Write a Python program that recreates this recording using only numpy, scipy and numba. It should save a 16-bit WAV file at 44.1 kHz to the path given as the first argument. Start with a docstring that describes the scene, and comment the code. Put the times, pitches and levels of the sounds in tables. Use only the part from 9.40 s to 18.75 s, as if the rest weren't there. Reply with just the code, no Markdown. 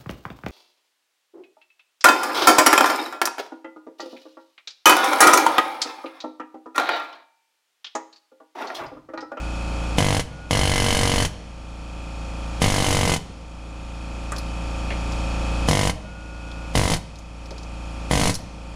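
"""A compressor drones across a garage and leaking air whistles. Close by, an air hammer drives a chisel
against a steel mount under a car: each stroke thumps out a puff of air, rings the steel and hisses.
Three short bursts come first, the third ending in a bounce; then the tool clinks and knocks as it is reset.
Three more follow among a whistle, clinks and faint hoots, the last two bouncing again.
Throughout, the recorder's gain control ducks the drone at each burst and lets it swell back."""
import sys
import numpy as np
from scipy import signal
from scipy.fft import rfft, irfft
from scipy.io import wavfile
from scipy.ndimage import uniform_filter1d
from numba import njit

SR = 44100
rng = np.random.default_rng(int(sys.argv[2]) if len(sys.argv) > 2 else 0)


def unload_wav(signal):
    """Save mono or channel-first audio to the path in sys.argv[1] as 16-bit WAV at rate SR, clipped to [-1, 1]."""
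    wavfile.write(
        sys.argv[1],
        SR,
        np.round(np.clip(np.atleast_2d(signal).T, -1, 1) * 32767).astype(np.int16),
    )


N = 412335
T = np.arange(N) / SR


def undb(db):
    """Decibels to gain."""
    return 10 ** (np.asarray(db) / 20)


def unit(x):
    """Scale to unit rms."""
    return x / np.sqrt(np.mean(x ** 2))


def noise():
    """White noise."""
    return rng.standard_normal(N)


def walk(rate_hz):
    """Smooth random drift, unit rms."""
    step = int(SR / rate_hz)
    return unit(uniform_filter1d(np.repeat(rng.standard_normal(N // step + 1), step)[:N], step))


def db_at(hz, points):
    """Read a spectrum on a log-frequency axis."""
    freq_hz, level_db = np.transpose(points)
    return np.interp(np.log(np.maximum(hz, 1)), np.log(freq_hz), level_db)


def colour(x, points):
    """Shape by (freq_hz, gain_db) points; white noise keeps its power."""
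    gain = undb(db_at(np.arange(len(x) // 2 + 1) * SR / len(x), points))
    return irfft(rfft(x) * unit(gain), len(x))


def butter(x, edge_hz, kind="lowpass", order=2):
    """Butterworth filter."""
    return signal.sosfilt(signal.butter(order, edge_hz, kind, fs=SR, output="sos"), x)


def fade(t60_s):
    """Exponential decay, one second long."""
    return undb(-60 * T[:SR] / t60_s)


def gate(start_s, end_s, attack_s, release_s):
    """Rise from start_s, hold until end_s, then fall."""
    return np.clip((T - start_s) / attack_s, 0, 1) ** 2 * np.clip((end_s - T) / release_s + 1, 0, 1)


def ring(modes):
    """Unit-energy impulse response of damped resonances."""
    t = T[:SR]
    response = sum(undb(db) * width_hz * np.exp(-np.pi * width_hz * t) * np.cos(2 * np.pi * hz * t)
                   for hz, width_hz, db in modes)
    return response / np.linalg.norm(response)


def scatter(t60_s):
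    """Unit-energy cloud of fading reflections."""
    response = rng.standard_normal(SR) * fade(t60_s)
    return response / np.linalg.norm(response)


def through(x, response):
    """Convolve with an impulse response."""
    return signal.fftconvolve(x, response)[:N]


def impulses(times_s, sizes):
    """Single-sample kicks."""
    return np.bincount(np.round(times_s * SR).astype(int), sizes, N)[:N]


# garage air spectrum: freq_hz, density_db
WASH_SPECTRUM = [(28, -12), (67, -14), (102, -19), (305, -16.5), (360, -19.5), (530, -17), (660, -27.5),
                 (900, -23), (1200, -24), (1870, -32.5), (3200, -23.5), (4000, -31), (8500, -37),
                 (10000, -37), (15500, -54)]

def room_tone(wash_db=-37, hum_hz=163, hum_db=-42):
    """The garage's airy wash and a wavering hum."""
    wash = undb(wash_db + 0.17 * walk(6.7)) * colour(noise(), WASH_SPECTRUM)
    hum = undb(hum_db + 2 * walk(4)) * np.sin(2 * np.pi * hum_hz * T)
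    return wash + hum


# air leaks: start_s, end_s, start_level_db
LEAK_SPANS = [(0, .56, -41.5), (0.932, 1.06, -31), (6.66, 7.312, -32)]

def leak_whistle(pitch_hz=1443, fade_db_per_s=12.5, edge_s=0.067):
    """Leaking air whistles between pulls and dies away."""
    tone = np.sin(2 * np.pi * np.cumsum(pitch_hz * (1 + 0.00084 * walk(28))) / SR)
    level = sum(gate(start - edge_s, end, edge_s, edge_s) * undb(db - fade_db_per_s * np.abs(T - start))
                for start, end, db in LEAK_SPANS)
    return tone * level * undb(walk(15))


# strong pump lines: shaft_order, rms_db
PUMP_LINES = [(1, -41.5), (2, -27), (3, -44), (4, -40.5), (5, -53.5), (7, -43.5), (9, -44.5), (10, -47),
              (11, -43), (19, -43), (20, -50.5), (22, -51), (25, -49), (26, -51), (27, -48), (29, -46.5),
              (32, -44.5), (37, -53), (42, -47), (45, -65), (46, -52.5), (47, -48), (85, -48), (115, -53.5)]
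# envelope of the weaker lines: freq_hz, rms_db
RATTLE_SPECTRUM = [(160, -41), (250, -49.5), (400, -63), (600, -51), (850, -56.5), (1000, -58),
                   (1250, -53.5), (1550, -60.5), (2150, -66), (2480, -55), (2800, -69), (3600, -75)]
# valve hiss resonances: freq_hz, width_hz, relative_db
VALVE_MODES = [(2450, 300, -1.5), (2510, 80, 3.5), (3020, 150, -22), (4400, 620, -5.5), (5300, 220, -8.5),
               (6670, 350, -13.5)]
# high whine: time_s, amplitude_db
WHINE_LEVELS = [(.25, -40), (2.6, -42), (5.4, -41), (6.05, -39.5), (7.05, -36.5), (7.9, -42), (9.3, -40.5)]

def compressor(shaft_hz=28.425, whine_order=90, hiss_db=-43, throb=0.11, spread_db=1.0, waver_db=1.0):
    """A two-cylinder pump rattles every turn; its valves hiss twice a turn and one high line whines."""
    turns = np.cumsum(shaft_hz * (1 + 0.000567 * walk(3))) / SR
    orders = np.arange(1, 126)
    lines_db = db_at(orders * shaft_hz, RATTLE_SPECTRUM) - spread_db * rng.standard_normal(len(orders))
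    for order, rms_db in PUMP_LINES:
        lines_db[round(order) - 1] = rms_db
    lines = undb(lines_db) * np.exp(2j * np.pi * rng.random(len(orders)))
    size = 4096
    one_turn = irfft(np.append(0, lines), size) * size / np.sqrt(2)
    drone = np.interp(turns, np.arange(size) / size, one_turn, period=1)
    hiss = through(noise(), ring(VALVE_MODES))
    hiss = unit(colour(hiss, [(1000, -14), (2200, -1), (7500, 6.5), (15000, -21)]))
    whine_db = np.interp(T, *np.transpose(WHINE_LEVELS)) + waver_db * walk(2.9)
    whine = undb(whine_db) * np.sin(2 * np.pi * whine_order * turns)
    return drone + whine + undb(hiss_db) * hiss * (1 + throb * np.cos(4 * np.pi * turns))


# room standing waves and a body panel: freq_hz, width_hz, relative_db
BOOM_MODES = [(85, 3, -18), (106.7, 2, 9), (129, 6.4, 6), (170, 4.6, -14), (630, 6, 6)]

def garage(x, near_db=-13, near_t60_s=0.26, far_db=-23, far_t60_s=0.95, boom_gain_db=-26):
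    """Add quick reflections from the car's underside, the room's longer tail and its low boom."""
    near = colour(through(x, scatter(near_t60_s)), [(60, 6), (300, -4), (1000, -3), (4000, -4)])
    far = colour(through(x, scatter(far_t60_s)),
                 [(50, 9), (120, 12.5), (400, 8), (2000, 2), (5500, 3), (10000, -5), (15000, -34)])
    boom = butter(through(x, ring(BOOM_MODES)), 30, "lowpass", order=1)
    return x + undb(near_db) * near + undb(far_db) * far + undb(boom_gain_db) * boom


# hollow tones: start_s, length_s, from_hz, to_hz, level_db
HOOT_GLIDES = [(6.55, .1, 633, 622, -29), (8.945, .08, 882, 578, -31)]

def hoots(breathiness=0.57):
    """A faint, breathy, falling tone trails two of the bursts."""
    out = np.zeros(N)
    for start_s, length_s, from_hz, to_hz, level_db in HOOT_GLIDES:
        pitch_hz = np.interp(T, [start_s, start_s + length_s], [from_hz, to_hz])
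        level = undb(level_db) * gate(start_s, start_s + length_s, attack_s=0.011, release_s=.03)
        out += level * (1 + breathiness * walk(120)) * np.sin(2 * np.pi * np.cumsum(pitch_hz) / SR)
    return out


# free ring of the chisel: freq_hz, width_hz, relative_db
CHISEL_MODES = [(4280, 25, -3), (4985, 20, -3), (5900, 25, -4), (7550, 30, -5), (8463, 25, -5),
                (10950, 45, 3), (13150, 45, -1)]

def contact(centre_hz, t60_s, ring_db=None, breadth=0.53):
    """A short scrape: the touched part answers in one broad band, and the chisel may ring."""
    band = ring([(centre_hz, breadth * centre_hz, 0)])
    body = signal.fftconvolve(band, band)[:SR]  # twice, for steep sides
    body = body / np.linalg.norm(body)
    if ring_db is not None:
        body = body + undb(ring_db) * ring(CHISEL_MODES)
    return signal.fftconvolve(rng.standard_normal(SR) * fade(t60_s), body)[:SR]


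# tip on the mount: start_s, level_db, centre_hz, ring_db
TIP_CLINKS = [(4.92, -23, 7600, -28), (4.963, -25, 4470, -8), (4.982, -26.5, 4700, 2.5),
              (5.721, -29.5, 4700, -16), (7.115, -29.5, 3750, -23), (7.756, -26, 4500, -20),
              (7.787, -28, 6040, -8), (8.058, -29, 4770, -12), (8.107, -23, 4350, -22),
              (8.181, -25, 4780, -30), (8.231, -28, 5000, -21), (8.942, -11, 5170, -2),
              (8.952, -8.5, 5700, -4)]
# tool body on the frame: start_s, level_db, centre_hz
BODY_KNOCKS = [(4.919, -21, 1260), (5.504, -25, 2250), (8.109, -21.5, 380)]

def tool_reset(clink_t60_s=0.046, knock_t60_s=.14, frame_hz=550, frame_db=-5.5):
    """The tip clinks brightly; the body knocks and the frame answers hollowly."""
    sounds = [(s, db, contact(hz, clink_t60_s, ring_db)) for s, db, hz, ring_db in TIP_CLINKS]
    sounds += [(s, db, contact(hz, knock_t60_s) + undb(frame_db) * contact(frame_hz, knock_t60_s))
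               for s, db, hz in BODY_KNOCKS]
    out = np.zeros(N + SR)
    for start_s, level_db, sound in sounds:
        start = int(start_s * SR)
        out[start:start + SR] += undb(level_db) * sound
    return out[:N]


def buffet(starts_s, ends_s):
    """Spent air rumbles on the microphone during each burst."""
    gusts = sum(gate(start, end, attack_s=0.014, release_s=0.044) for start, end in zip(starts_s, ends_s))
    return gusts * colour(noise(), [(10, -49), (28, -1), (62, 5), (130, 4), (600, -58)])


# rush of spent air: freq_hz, density_db
AIR_SPECTRUM = [(25, 22.5), (70, -17), (200, 12), (500, 4), (1400, 0.5), (3000, 2.5), (6500, 2.5),
                (8200, -0.5), (10200, 0.5), (15500, -10.5)]

def exhaust_hiss(kicks, opens_s, closes_s, pull, puff_db=-10, vent_s=0.013, leak_db=-17,
                 onset_db=-3.5, build_s=0.18, dip_db=-2.5):
    """The port vents a puff each stroke; air leaks past the piston while the trigger is held."""
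    puffs = through(kicks, np.exp(-(T[:SR] / vent_s) ** 2))
    leak = sum(gate(start, end, attack_s=0.042, release_s=0.044) for start, end in zip(opens_s, closes_s))
    held_s = np.clip(T, opens_s[pull], closes_s[pull]) - opens_s[pull]
    flow_db = onset_db * np.exp(-held_s / build_s)
    flow_db += dip_db * gate(3.53, 3.68, attack_s=.06, release_s=0.11)  # just ahead of the first bounce
    return (undb(puff_db) * puffs + undb(leak_db) * leak) * undb(flow_db) * colour(noise(), AIR_SPECTRUM)


# exhaust port snap: freq_hz, width_hz, relative_db
SNAP_MODES = [(720, 180, -36.5), (2080, 1100, 16)]
# exhaust puff in the wheel well: freq_hz, width_hz, relative_db
THUMP_MODES = [(96.1, 10, 4), (161.5, 26.4, 6), (187, 114, -0.5), (268, 44, -4), (482.5, 80, 2.5),
               (610.6, 42, -1.5), (690, 49, -3.5), (773, 66, -2), (900, 91, -8.5), (986, 56, -4)]

def exhaust_pulses(times_s, push, thump_db=25.5, thump_band_hz=(65, 1300), snap_db=15, snap_lag_s=.00044):
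    """Each stroke snaps the port open and thumps air into the wheel well."""
    thump = butter(through(impulses(times_s, push), ring(THUMP_MODES)), thump_band_hz, "bandpass")
    snap = butter(through(impulses(times_s + snap_lag_s, -push), ring(SNAP_MODES)), 3500)
    return undb(thump_db) * thump + undb(snap_db) * snap


# chisel, barrel and mount: freq_hz, width_hz, relative_db
STEEL_MODES = [(1640, 26, -15), (1830, 50, -27), (2045, 35, 11.5), (2200, 120, 3.5), (2580, 110, -24),
               (2886, 140, 4.5), (3004, 130, 9.5), (4250, 150, 5.5), (4990, 210, 2.5), (6100, 300, -5.5)]
# metal clatter: freq_hz, density_db
CLATTER_SPECTRUM = [(200, -33), (600, -7), (1050, -25), (1350, 9), (1750, 7), (2080, 9), (2450, -27),
                    (3000, 14.5), (3700, -11), (5200, 4), (8000, -6.5), (10200, 5), (15500, -22)]

def struck_steel(strikes, ring_db=15, clatter_db=12.5, clatter_t60_s=0.07, chatter=0.083, creep_rad=0.6):
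    """The steel rings and clatters; brief chatter after each strike blurs the upper harmonics."""
    strikes = strikes + chatter * noise() * through(strikes, fade(0.014))
    ringing = butter(through(strikes, ring(STEEL_MODES)), 7000)
    seat_rad = creep_rad * walk(4)  # the creeping tip shifts the clatter between two colours
    clatter = sum(through(strikes * share, scatter(clatter_t60_s))
                  for share in (np.cos(seat_rad), np.sin(seat_rad)))
    return undb(ring_db) * ringing + undb(clatter_db) * colour(clatter, CLATTER_SPECTRUM)


def strokes(start_s, end_s, length, stroke_s=.0208):
    """Blow times after start_s, up to end_s; length(k) is the relative length of stroke k."""
    elapsed = np.cumsum(length(np.arange(round((end_s - start_s) / stroke_s))))
    return start_s + (end_s - start_s) * elapsed / elapsed[-1]


# piston timing per burst: first_blow_s, at_speed_s, even_until_s, last_blow_s, sag_ratio
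PISTON_RUNS = [(.5836, .6049, .7674, .7951, .07), (1.1089, 1.1305, 1.8228, 1.8489, .044),
               (3.2182, 3.2413, 3.6526, 3.7619, .073), (6.2863, 6.3112, 6.4728, 6.4959, .03),
               (7.3528, 7.3743, 7.4552, 7.5625, .06), (8.7111, 8.7336, 8.7537, 8.8953, .06)]
# chisel off its seat: start_s, end_s, strokes_per_limp
CHISEL_BOUNCES = [(3.6526, 3.7373, 2), (7.4552, 7.5358, 4), (8.7537, 8.8729, 3)]

def piston_blows(firsts_db, lasts_db, sag_strokes=8, stall_db=-2.5, limp=.1, bounce_db=3.5):
    """Blows as time_s, push_db, hit_db: runs slow as hose pressure sags; bounces limp long and short."""
    rows = []
    for timing, first_db, last_db in zip(PISTON_RUNS, firsts_db, lasts_db):
        first_s, at_speed_s, even_until_s, last_s, sag = timing
        run_s = strokes(at_speed_s, even_until_s, lambda k: 1 - sag * np.exp(-k / sag_strokes))
        rows.append((first_s, first_db, first_db))
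        rows.append((last_s, last_db + stall_db, last_db))  # less air behind the last blow
        rows += [(s, 0, 0) for s in (at_speed_s, *run_s)]
    for start_s, end_s, cycle in CHISEL_BOUNCES:
        run_s = strokes(start_s, end_s, lambda k: np.where(k % cycle < cycle / 2, 1 + limp, 1 - limp))
        rows += [(s, 0, bounce_db * (s - start_s) / (end_s - start_s)) for s in run_s]
    return np.transpose(rows)


# trigger pulls, relative levels:
# close_s, steel_db, thump_db, hiss_db, gust_db, first_blow_db, last_blow_db
TRIGGER_PULLS = [(.8, 1.5, 1, 1.5, 0.5, 2, 0), (1.854, 3.5, -1, 2.5, 2.5, 2, -1),
                 (3.728, -0.5, -1, 4.5, 1, -1.5, -3.5), (6.482, -1, -1, 0.5, -1, -3, -1),
                 (7.544, -3.5, -0.5, 3.5, 3, -1, -8), (8.919, -5.5, -2.5, 1.5, -1, 0, 2.5)]

def air_hammer(valve_lead_s=.026, strike_lag_s=.0012, slip_s=.00005, uneven_db=0.73, buffet_db=-14):
    """The piston vents air and strikes the chisel, which seats a little differently each time."""
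    closes_s, steel_db, thump_db, hiss_db, gust_db, firsts_db, lasts_db = np.transpose(TRIGGER_PULLS)
    starts_s = np.array(PISTON_RUNS)[:, 0]
    opens_s = starts_s - valve_lead_s
    times_s, push_db, hit_db = piston_blows(firsts_db, lasts_db)
    push_jitter, time_jitter, hit_jitter = rng.standard_normal((len(times_s), 3)).T
    blow_pull = np.maximum(np.searchsorted(opens_s, times_s) - 1, 0)
    sample_pull = np.maximum(np.searchsorted(opens_s, T) - 1, 0)
    pulses = exhaust_pulses(times_s, undb(push_db + thump_db[blow_pull] + .5 * push_jitter))
    force = undb(hit_db + steel_db[blow_pull] + uneven_db * hit_jitter)
    steel = struck_steel(impulses(times_s + strike_lag_s + slip_s * time_jitter, force))
    kicks = impulses(times_s + strike_lag_s, undb(hit_db))
    hiss = undb(hiss_db[sample_pull]) * exhaust_hiss(kicks, opens_s, closes_s, sample_pull)
    rumble = undb(buffet_db + gust_db[sample_pull]) * buffet(starts_s, closes_s)
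    return pulses + steel + hiss + rumble


def scene():
    """The tool close by, the compressor further off."""
    tool = garage(air_hammer() + tool_reset() + hoots())
    return (tool + compressor() + room_tone() + leak_whistle())[None]


@njit
def duck(over_db, start_db, attack_s, release_s):
    """Gain reduction in dB: rises fast to meet any excess, ebbs slowly."""
    out, cut_db = np.empty(len(over_db)), start_db
    for i in range(len(over_db)):
        if over_db[i] > cut_db:
            cut_db += (over_db[i] - cut_db) / (attack_s * SR)
        else:
            cut_db -= cut_db / (release_s * SR)
        out[i] = cut_db
    return out


# microphone response, treble falling in two steps: freq_hz, relative_db
MIC_RESPONSE = [(100, 2), (10200, -2), (11600, -11), (14200, -9), (15500, -20)]

def record(dry, threshold_db=-20.0, makeup_db=4.0, start_cut_db=12.0, attack_s=0.0078, release_s=1.845,
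           ceiling=0.49, top_hz=15650):
    """Microphone colour, gain control with a short look-ahead, rounded peaks and a cut top."""
    sound = colour(dry[0], MIC_RESPONSE)
    power = uniform_filter1d(sound ** 2, size=300)
    over_db = 10 * np.log10(np.abs(power) + 1e-12) - threshold_db
    cut_db = duck(over_db, start_cut_db, attack_s, release_s)
    rounded = ceiling * np.tanh(sound * undb(makeup_db - cut_db) / ceiling)
    return signal.sosfilt(signal.ellip(10, .2, 80, top_hz, fs=SR, output="sos"), rounded)[None]


dry = scene()
out = record(dry)
unload_wav(out)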